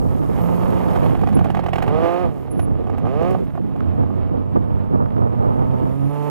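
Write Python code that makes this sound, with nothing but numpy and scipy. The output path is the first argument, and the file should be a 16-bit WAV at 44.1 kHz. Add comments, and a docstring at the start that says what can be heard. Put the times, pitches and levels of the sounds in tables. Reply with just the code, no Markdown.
"""Rally car on a gravel bend

A car slides round a gravel bend, lifts off with exhaust pops, blips its throttle twice and pulls away.
Firing pulses and fuel bursts excite the exhaust resonances, over a low boom and the noise of a gas jet.
Coloured grains make the gravel, wavering sines the squeals and turbo whistle, struck resonances the knocks.
A small camera on the verge hears it through two close ports; gusts buffet them in opposite senses."""
import sys
import numpy as np
from scipy import signal
from scipy.fft import rfft, irfft
from scipy.io import wavfile
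from scipy.ndimage import uniform_filter1d, minimum_filter1d

SR = 44100
rng = np.random.default_rng(int(sys.argv[2]) if len(sys.argv) > 2 else 0)


def file_out(sig):
    """Save sig as 16-bit WAV at sys.argv[1]."""
    # one column per channel
    cols = np.atleast_2d(sig).T
    # limit, then scale
    lim = np.clip(cols, -1, 1)
    pcm = np.round(lim * 32767).astype(np.int16)
    wavfile.write(sys.argv[1], SR, pcm)


N = 277815  # length [samples]


def undb(db):
    """Decibel law: level [dB] to amplitude ratio."""
    return 10 ** (np.asarray(db) / 20)


def unit(x):
    """Normalisation to an rms of 1."""
    return x / np.sqrt(np.mean(x ** 2))


def curves(rows):
    """Linear interpolation in time: each column of a table, one value a sample."""
    s, *columns = np.transpose(rows)
    return [np.interp(np.arange(N) / SR, s, column) for column in columns]


def over_hz(rows):
    """Interpolation over log frequency: each column of a table, one value a transform bin."""
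    hz, *columns = np.transpose(rows)
    log_bins = np.log(np.arange(N // 2 + 1) * SR / N + 1)
    return [np.interp(log_bins, np.log(hz), column) for column in columns]


def colour(x, rows, outside_db=-40):
    """Linear filtering by a spectrum table, falling away an octave beyond both ends; rms 1."""
    below = (rows[0][0] / 2, rows[0][1] + outside_db)
    above = (rows[-1][0] * 2, rows[-1][1] + outside_db)
    gain_db = over_hz([below, *rows, above])[0]
    return unit(irfft(rfft(x) * undb(gain_db), N))


def ring(x, hz, width_hz):
    """Second-order resonance, gain 1 at the centre."""
    return signal.lfilter(*signal.iirpeak(hz, hz / width_hz, fs=SR), x)


def walk(rate):
    """Bounded random modulation: levels held 1 / rate s and smoothed twice, spread near 1."""
    hold = int(SR / rate)
    steps = np.repeat(rng.standard_normal(N // hold + 1), hold)
    slewed = uniform_filter1d(uniform_filter1d(steps, hold), hold)[:N]
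    return np.tanh(slewed) * 2.54


def grains(rate, spread_db):
    """Shot noise: scattered clicks of either sign, a few much larger than the rest."""
    struck = rng.random(N) < rate / SR
    return struck * rng.standard_normal(N) * undb(spread_db * rng.exponential(size=N))


# wind on the ports, before gusts: (time [s], rumble level [dB], flutter level above rumble [dB])
WIND = [(0.0, -9.5, -9), (.3, -16, -14), (.6, -15.5, -8.5), (1.0, -12, -5), (1.2, -14, -30),
        (1.8, -22.5, -8), (1.95, -11, -18), (2.17, -26, -2), (2.4, -24, -41), (2.7, -14.5, -16),
        (3.0, -18, -44), (3.3, -14, -24), (3.52, -21, -48), (3.8, -15.5, -15), (4.5, -20.5, -15),
        (4.75, -14.5, -11), (5.3, -16, -6.5), (5.8, -13, -7), (6.05, -21.5, -13), (6.3, -29, -23)]
# low eddy noise: (frequency [Hz], relative density [dB per Hz])
RUMBLE = [(25, -8.5), (50, -8.5), (90, 5.5), (180, 0), (280, 0), (450, -42)]
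# higher eddy noise: (frequency [Hz], relative density [dB per Hz])
FLUTTER = [(250, 3), (450, 13.5), (700, 8), (1200, -1.5), (1900, -21)]
# sudden gusts: (time [s], rumble rise [dB], half length [s])
GUSTS = [(1.406, 7, 0.051), (2.26, 14, 0.04), (3.057, 7, 0.021), (4.006, 6.5, 0.064), (4.336, 4.5, 0.05),
         (4.566, 12.5, 0.016), (4.95, 6.5, 0.021), (6.046, 6, 0.043)]


def wind():
    """Turbulent pressure: a faster eddy passes sooner, so it is higher, louder and has more flutter."""
    flutter_per_gust_db, restless_db = 0.67, 1.2
    rumble_db, flutter_db = curves(WIND)
    t = np.arange(N) / SR
    gust_db = sum(db * np.exp(-((t - s) / half) ** 2) for s, db, half in GUSTS)
    gust_db = gust_db + restless_db * walk(12)  # small lulls and swells in between
    rumble_db = rumble_db + gust_db
    flutter_db = flutter_db + flutter_per_gust_db * gust_db
    eddy, steady = walk(80), 1.1
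    speed = 2 ** (0.5 * eddy)
    place = np.cumsum(speed / speed.mean()) % (N - 1)  # noise read at the speed of the eddy
    thumps = np.interp(place, np.arange(N), colour(rng.standard_normal(N), RUMBLE))
    thumps = thumps * unit(undb(eddy))
    rumble = unit(thumps + steady * colour(rng.standard_normal(N), RUMBLE))
    flutter = colour(grains(1500, 1.6), FLUTTER) * unit(undb(1.2 * eddy + 0.6 * walk(25)))
    return undb(rumble_db) * (rumble + undb(flutter_db) * flutter)


def whine(rows, waver_hz, flicker_db, flicker_rate=55.1):
    """Phase integration: a thin tone of wavering pitch and flickering level, silent outside its table."""
    before = (rows[0][0] - 0.01, rows[0][1], -130)
    after = (rows[-1][0] + 0.009, rows[-1][1], -130)
    hz, db = curves([before, *rows, after])
    level = np.sqrt(2) * undb(db + flicker_db * walk(flicker_rate))
    return level * np.sin(2 * np.pi * np.cumsum(hz + waver_hz * walk(170)) / SR)


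# faint turbo whistle, one list a glide: (time [s], frequency [Hz], mean level [dB])
WHISTLES = [
    [(.33, 13150, -68), (.42, 13200, -56), (.71, 13480, -64), (.87, 13100, -67), (1.08, 13000, -72)],
    [(4.5, 8300, -83), (5.3, 8770, -91), (5.7, 9502, -89), (6.1, 10530, -65), (6.3, 11030, -75)],
]


def turbo_whistle():
    """Gliding tones: each faint whistle is a single sine without harmonics."""
    return sum(whine(rows, waver_hz=40, flicker_db=2) for rows in WHISTLES)


# thin high squeals, one list a squeal: (time [s], frequency [Hz], mean level [dB])
SQUEALS = [
    [(1.34, 11100, -76), (1.353, 11040, -40.5), (1.385, 11036, -64)],
    [(2.495, 10790, -80), (2.515, 10650, -41), (2.54, 10510, -66), (2.65, 10750, -46.5),
     (2.665, 10850, -92)],
]


def squeals():
    """Brief pure tones: each squeal is a single sine that swells and dies."""
    return sum(whine(rows, waver_hz=50, flicker_db=2.5) for rows in SQUEALS)


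# short dry knocks: (time [s], nominal peak level [dB])
KNOCKS = [(3.8066, -14), (4.565, -28.5), (4.9506, -27), (5.06, -19.5), (5.1666, -21)]


def knocks():
    """Impulse response: a click rings two damped resonances of a stiff panel for a few cycles."""
    s, peak_db = np.transpose(KNOCKS)
    clicks = np.zeros(N)
    clicks[(s * SR).astype(int)] = undb(peak_db) * SR / (2 * np.pi * 900)
    return 2 * ring(ring(clicks, 1100, 560), 1300, 480)


# tyres on loose stone, before gains: (time [s], crunch level [dB], spray level [dB])
GRAVEL = [(0, -52.5, -64), (.42, -44.5, -61), (1.05, -37.5, -59.5), (1.2, -48, -68), (1.8, -42.5, -74),
          (2.05, -37, -63.5), (2.33, -51.5, -70.5), (3.0, -51.5, -77.5), (3.3, -45.5, -66),
          (3.5, -53.5, -74.5), (4.2, -51, -78.5), (5.1, -56, -77.5), (5.7, -48.5, -70.5), (6.3, -49, -63)]
# stones grinding: (frequency [Hz], relative density [dB per Hz])
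CRUNCH = [(200, 18), (800, 16), (1290, 6.5), (1480, 2.5), (3200, -8.5), (5000, -24)]
# stones pattering: (frequency [Hz], relative density [dB per Hz])
SPRAY = [(4000, -8.5), (10000, -8), (13500, -3.5), (15500, -17)]


def gravel(crunch_gain_db=11):
    """Granular impact noise: stones grind under the tyres and patter against the body."""
    crunch_db, spray_db = curves(GRAVEL)
    surge = walk(14)  # shared by both
    crunch_db = crunch_db + crunch_gain_db + 0.7 * surge + 1.2 * walk(37)
    spray_db = spray_db + 0.75 * surge + 0.45 * walk(21.85)
    crunch = colour(grains(3000, 1.5), CRUNCH) * undb(crunch_db)
    spray = colour(grains(5400, 0.36), SPRAY) * undb(spray_db)
    return crunch + 1.64 * spray


# exhaust resonances:
# (frequency [Hz], width [Hz], gain heard from behind [dB], gain heard from the front [dB])
PIPE = [(362.5, 86, 8.5, -1.5), (472.5, 120, 10, 3.5), (708, 119, 6.5, -4.5), (878, 43, 1, 1.5),
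        (1067, 230, -4, -7.5), (1254, 68, -2, -4)]


def pipe(x, gains_db):
    """Modal sum: resonances of alternating sign ring; the silencer stops what lies above them."""
    rung = 0
    for k, (hz, width_hz, *_) in enumerate(PIPE):
        rung = rung - (-1) ** k * undb(gains_db[k]) * ring(x, hz, width_hz)
    return signal.sosfilt(signal.ellip(4, 1, 30, 1350, fs=SR, output="sos"), rung)


# jet at the tailpipe: (frequency [Hz], relative density [dB per Hz])
GAS = [(1500, 20), (2400, 15.5), (2850, 14.5), (3500, 4.5), (4500, -2), (9000, -15)]


def gas_jet(x):
    """Jet noise: x takes the broad spectrum of gas leaving the tailpipe; rms 1."""
    return colour(x, GAS)


# unburnt fuel going off in the exhaust: (time [s], blast peak level [dB], crack level before filter [dB])
POPS = [(0.958, -13.5, -61), (1.15, -16, -67), (1.213, -20.5, -61), (1.235, -13.5, -69),
        (1.271, -13.5, -63), (1.287, -17.5, -61), (1.328, -21.5, -63), (1.368, -16, -63),
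        (1.39, -14.5, -62), (1.41, -14.5, -74), (1.444, -16.5, -58.5), (1.457, -13.5, -91),
        (1.501, -16, -58.5), (1.547, -13, -60), (1.57, -12.5, -65), (1.592, -13, -63.5), (1.637, -19, -64),
        (1.662, -13, -60), (1.685, -12.5, -64), (1.732, -10.5, -56.5), (1.757, -13.5, -57),
        (1.782, -12.5, -59), (1.823, -14.5, -53.5), (1.839, -15.5, -71), (1.865, -25, -65),
        (1.878, -13, -60), (2.48, -29, -92), (2.593, -15.5, -60.5), (2.84, -27.5, -78), (2.869, -20, -72),
        (2.897, -18, -69), (2.938, -27, -83), (2.981, -23, -63.5), (3.051, -16.5, -78), (3.069, -19.5, -73),
        (3.078, -21, -80), (3.223, -21.5, -64), (3.306, -54, -58), (3.349, -12, -87), (3.552, -22, -73),
        (3.577, -17, -88), (3.76, -24, -73), (4.034, -20.5, -87), (4.103, -23, -100)]


def pops():
    """Transient excitation: a pull, its pipe echo and a ragged burst ring the exhaust, with gas and crack."""
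    burst_s, tail_s, crack_s, echo_s, pull_s = 0.004, 0.017, 0.0083, 0.00258, 0.0001
    tail_db, echo_db, thud_db, body_db = -16, 0, 0, 13
    gas_db, bright_db, gas_follows = -17, -52, 0.7  # brighter cracks bring more gas
    front = 26  # size of the pull against the ragged noise
    blast, jet, crack = np.zeros((3, N))
    t = np.arange(SR // 14) / SR
    pull = np.exp(-t / pull_s)
    fade = np.exp(-t / burst_s) + undb(tail_db) * np.exp(-t / tail_s)
    crack_fade = np.exp(-t / crack_s) + 0.76 * np.exp(-t / tail_s)
    dull = signal.butter(4, 1500, fs=SR, output="sos")  # the tailpipe's main ring carries no treble
    behind_db = np.transpose(PIPE)[2]
    for s, peak_db, crack_db in POPS:
        i = int(s * SR)
        here = slice(i, i + len(t))
        noise = rng.standard_normal((3, len(t)))
        # each pop starts elsewhere along the pipe, so its echo delay [samples] differs
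        late = int(echo_s * 2 ** (0.11 * np.tanh(noise[0, -1])) * SR)
        burst = noise[0] * fade + front * (pull + undb(echo_db) * np.roll(pull, late))
        thud = undb(thud_db) * ring(burst, 109, 53)
        body = undb(body_db) * signal.sosfilt(dull, ring(burst, 677, 280))
        rung = pipe(burst, behind_db) - thud - body
        blast[here] += undb(peak_db) * rung / np.abs(rung).max()
        jet_db = peak_db + gas_db + gas_follows * (crack_db - bright_db)
        jet[here] += undb(jet_db) * noise[1] * (fade + np.roll(fade, late))
        crack[here] += undb(crack_db) * noise[2] * crack_fade
    crack = 2 * signal.sosfilt(signal.butter(2, 2400, "high", fs=SR, output="sos"), crack)
    return blast + gas_jet(jet) * np.sqrt(np.mean(jet ** 2)) + crack


# each move of the throttle holds until the next:
# (time [s], boom at first [dB], boom at last [dB], rasp at first [dB], rasp at last [dB],
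#  uneven burn [0-1, clipped on use], beat on every third firing [0-1], bark [dB])
PEDAL = [(0, -34.5, -33.5, -37, -39, 1.2, 0.63, -3), (0.398, -25.5, -30.5, -29.5, -32, 0.51, 0.65, 2.5),
         (1.123, -32, -34.5, -32, -58, 1.07, 0.99, -19), (1.86, -26, -37, -26.5, -18.5, 0.22, 0.48, -0.5),
         (2.03, -46, -35, -18, -25, 0.09, 0.33, 0.5), (2.28, -41.5, -34.5, -41.5, -34.5, 0.9, 0, 8),
         (3.042, -42.5, -33, -39, -22.5, 0.04, 0.28, 18), (3.21, -30, -35, -21, -26, 0.17, 0.5, 1),
         (3.37, -42.5, -41.5, -51.5, -39.5, 1.01, 0.01, 18), (3.86, -29, -31.5, -39, -37.5, 0.11, 0, 4.5),
         (4.15, -33, -33, -39.5, -43, 0.12, 0, -3), (5.2, -32, -30.5, -40.5, -35, 0.02, 0.33, 5),
         (5.94, -28.5, -23.5, -40, -38, 0.03, 0, 0), (6.1, -30, -27, -33, -27.5, 0.13, 0.1, 1.5)]


def pedal():
    """Piecewise control: levels and unevenness follow the throttle; each move adds a decaying bark."""
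    answer_s, bark_s = 0.015, 0.048  # time the engine takes to answer; decay of the bark
    t = np.arange(N) / SR
    s, boom_0, boom_1, rasp_0, rasp_1, uneven, beat, bark_db = np.transpose(PEDAL)
    k = np.clip(np.searchsorted(s, t, "right") - 1, 0, None)  # the move in force
    since = np.maximum(t - s[k], 0)
    part = since / np.diff(s, append=N / SR)[k]
    bark = bark_db[k] * np.exp(-since / bark_s)
    boom_db = boom_0[k] + part * (boom_1 - boom_0)[k] + bark
    rasp_db = rasp_0[k] + part * (rasp_1 - rasp_0)[k] + bark
    controls = np.array([boom_db, rasp_db, uneven[k], beat[k]])
    return uniform_filter1d(controls, int(answer_s * SR), mode="nearest")


# pattern over three firings, in full at beat 1: (level [dB])
CYLINDERS_DB = [0, -11, -7]


def firing_pulses(at, hz, uneven, beat, chance, slip=0.098, scatter_db=7):
    """Jittered pulse train: an uneven burn shifts and scatters firings; the beat favours every third."""
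    here = at.astype(int)
    at = np.clip(at + slip * uneven[here] * chance[0, :-2] * SR / hz[here], 0, N - 2)
    pattern_db = beat[here] * np.resize(CYLINDERS_DB, len(at))
    size = undb(uneven[here] * scatter_db * chance[1, :-2] + pattern_db)
    pulses = np.zeros(N)
    # each pulse is shared between the two nearest samples
    np.add.at(pulses, at.astype(int), size * (1 - at % 1))
    np.add.at(pulses, at.astype(int) + 1, size * (at % 1))
    return pulses


# the car turns its tail to the camera and back: (time [s], nose towards the camera [0-1])
NOSE = [(1.0, 1), (1.5, 0), (3.8, 0), (4.8, 1)]


def exhaust_rasp(pulses):
    """Source directivity: firings ring the pipe, its balance moving between tail and nose; level evened."""
    nose, = curves(NOSE)
    behind_db, front_db = np.transpose(PIPE)[2:4]
    rasp = pipe(pulses, behind_db) * (1 - nose) + pipe(pulses, front_db) * nose
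    return rasp / np.sqrt(uniform_filter1d(rasp ** 2, SR // 8) + 1e-12)


def exhaust_gas(turns, pulses, chance, puff=1.0, snap_db=7):
    """Modulated jet noise: each firing blows a decaying puff and snaps at the tailpipe; rms 1."""
    puffs = gas_jet(rng.standard_normal(N)) * np.exp(-(turns % 1) / puff)
    puffs = puffs * undb(2.0 * chance[2, turns.astype(int)])
    return unit(unit(puffs) - undb(snap_db) * gas_jet(pulses))


# booms of the uneven burn: (multiple of a third of the firing rate, mean level [dB] at beat 1)
THIRDS = [(1, -5.5), (2, 1), (4, -2)]


def body_boom(turns, uneven, beat, second_db=-4, second_lead=1.5):
    """Harmonic synthesis: the body booms at the firing rate, twice it, and thirds of it as the beat grows."""
    phase = 2 * np.pi * turns + 0.5 * uneven ** 2 * walk(24.89)
    thirds = sum(np.sin(k * phase / 3) * undb(db + walk(5.7)) for k, db in THIRDS)
    first = np.sin(phase) * undb(0.35 * uneven * walk(26))
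    second = undb(second_db) * (1 - uneven) ** 3 * np.sin(2 * phase + second_lead)  # lead [rad]
    return first + second + beat ** 2 * thirds


# engine speed: (time [s], firing rate [Hz])
REVS = [(0, 133), (.42, 171.1), (.57, 172.5), (.64, 183.1), (.85, 175.3), (1.05, 161.1), (1.55, 133.8),
        (1.82, 129.7), (1.95, 156), (2.03, 167.1), (2.22, 181.3), (2.31, 150.4), (2.74, 89.7), (3.0, 95.88),
        (3.21, 165), (3.3, 186.3), (3.385, 187.1), (3.82, 84.24), (3.95, 91.6), (4.14, 95.5), (4.32, 93.8),
        (4.52, 99.24), (4.88, 99.5), (5.07, 105.4), (5.28, 117.4), (5.52, 126.1), (5.78, 127.8),
        (5.92, 131.9), (5.96, 138.7), (6.05, 138.2), (6.12, 145.8), (6.3, 147.6)]


def engine(gas_db=-20, muffle_db=-5):
    """Periodic excitation: one train of firings drives the exhaust rasp, the gas jet and the body boom."""
    hz, = curves(REVS)
    boom_db, rasp_db, *shares = pedal()
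    uneven, beat = np.clip(shares, 0, 1)
    turns = np.cumsum(hz) / SR  # firings so far
    at = np.interp(np.arange(1, int(turns[-1])), turns, np.arange(N))  # firing instants [samples]
    # for each firing: its shift, its size and the strength of its puff
    chance = np.tanh(rng.standard_normal((N // 100, 3))[:len(at) + 2].T)
    pulses = firing_pulses(at, hz, uneven, beat, chance)
    rasp = undb(rasp_db) * exhaust_rasp(pulses)
    # gas keeps to the lowest rasp level nearby, and an uneven burn muffles it
    gas_level_db = minimum_filter1d(rasp_db, SR // 30) + gas_db + muffle_db * uneven
    gas = undb(gas_level_db) * exhaust_gas(turns, pulses, chance)
    boom = np.sqrt(2) * undb(boom_db) * body_boom(turns, uneven, beat)
    return rasp + gas + boom


# a far source at the left port against the right: (frequency [Hz], level [dB], lead [rad])
PORTS = [(120, -8, 2.9), (450, -9, 2.1), (800, -9, 1.3), (1250, -14, .4), (2000, -9, 1.7), (3200, -5, 1.4),
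         (6000, -3.5, 1.3), (10700, -4, 1.4), (13500, 1, 1.3)]


def ports(far):
    """Interchannel transfer function: level and phase differ between the ports; their mean is the source."""
    db, lead = over_hz(PORTS)
    left = undb(db) * np.exp(1j * lead)
    right = 2 * rfft(far) / (1 + left)
    return irfft(np.array([left * right, right]), N)


def scene():
    """Superposition: far sources through both ports, scattered stones and wind at each port."""
    far = engine() + pops() + knocks() + gravel() + squeals() + turbo_whistle()
    # stones scatter from all round, so part of their sound differs between the ports
    scattered = np.array([gravel(crunch_gain_db=5) for _ in range(2)]) * undb(-3)
    gusts = wind() * np.array([[-undb(-4)], [1]])  # left port 4 dB lower, sign turned over
    lone = np.array([wind(), wind()]) * undb(-19)  # eddies that reach one port only
    return ports(far) + scattered + gusts + lone


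def record(dry):
    """Saturation and band limiting: the camera rounds the loudest peaks and cuts the top."""
    top_hz = 16000
    rounded = np.tanh(0.74 * dry) / 0.9
    return signal.sosfilt(signal.ellip(8, 0.2, 70, top_hz, fs=SR, output="sos"), rounded)


dry = scene()
out = record(dry)
file_out(out)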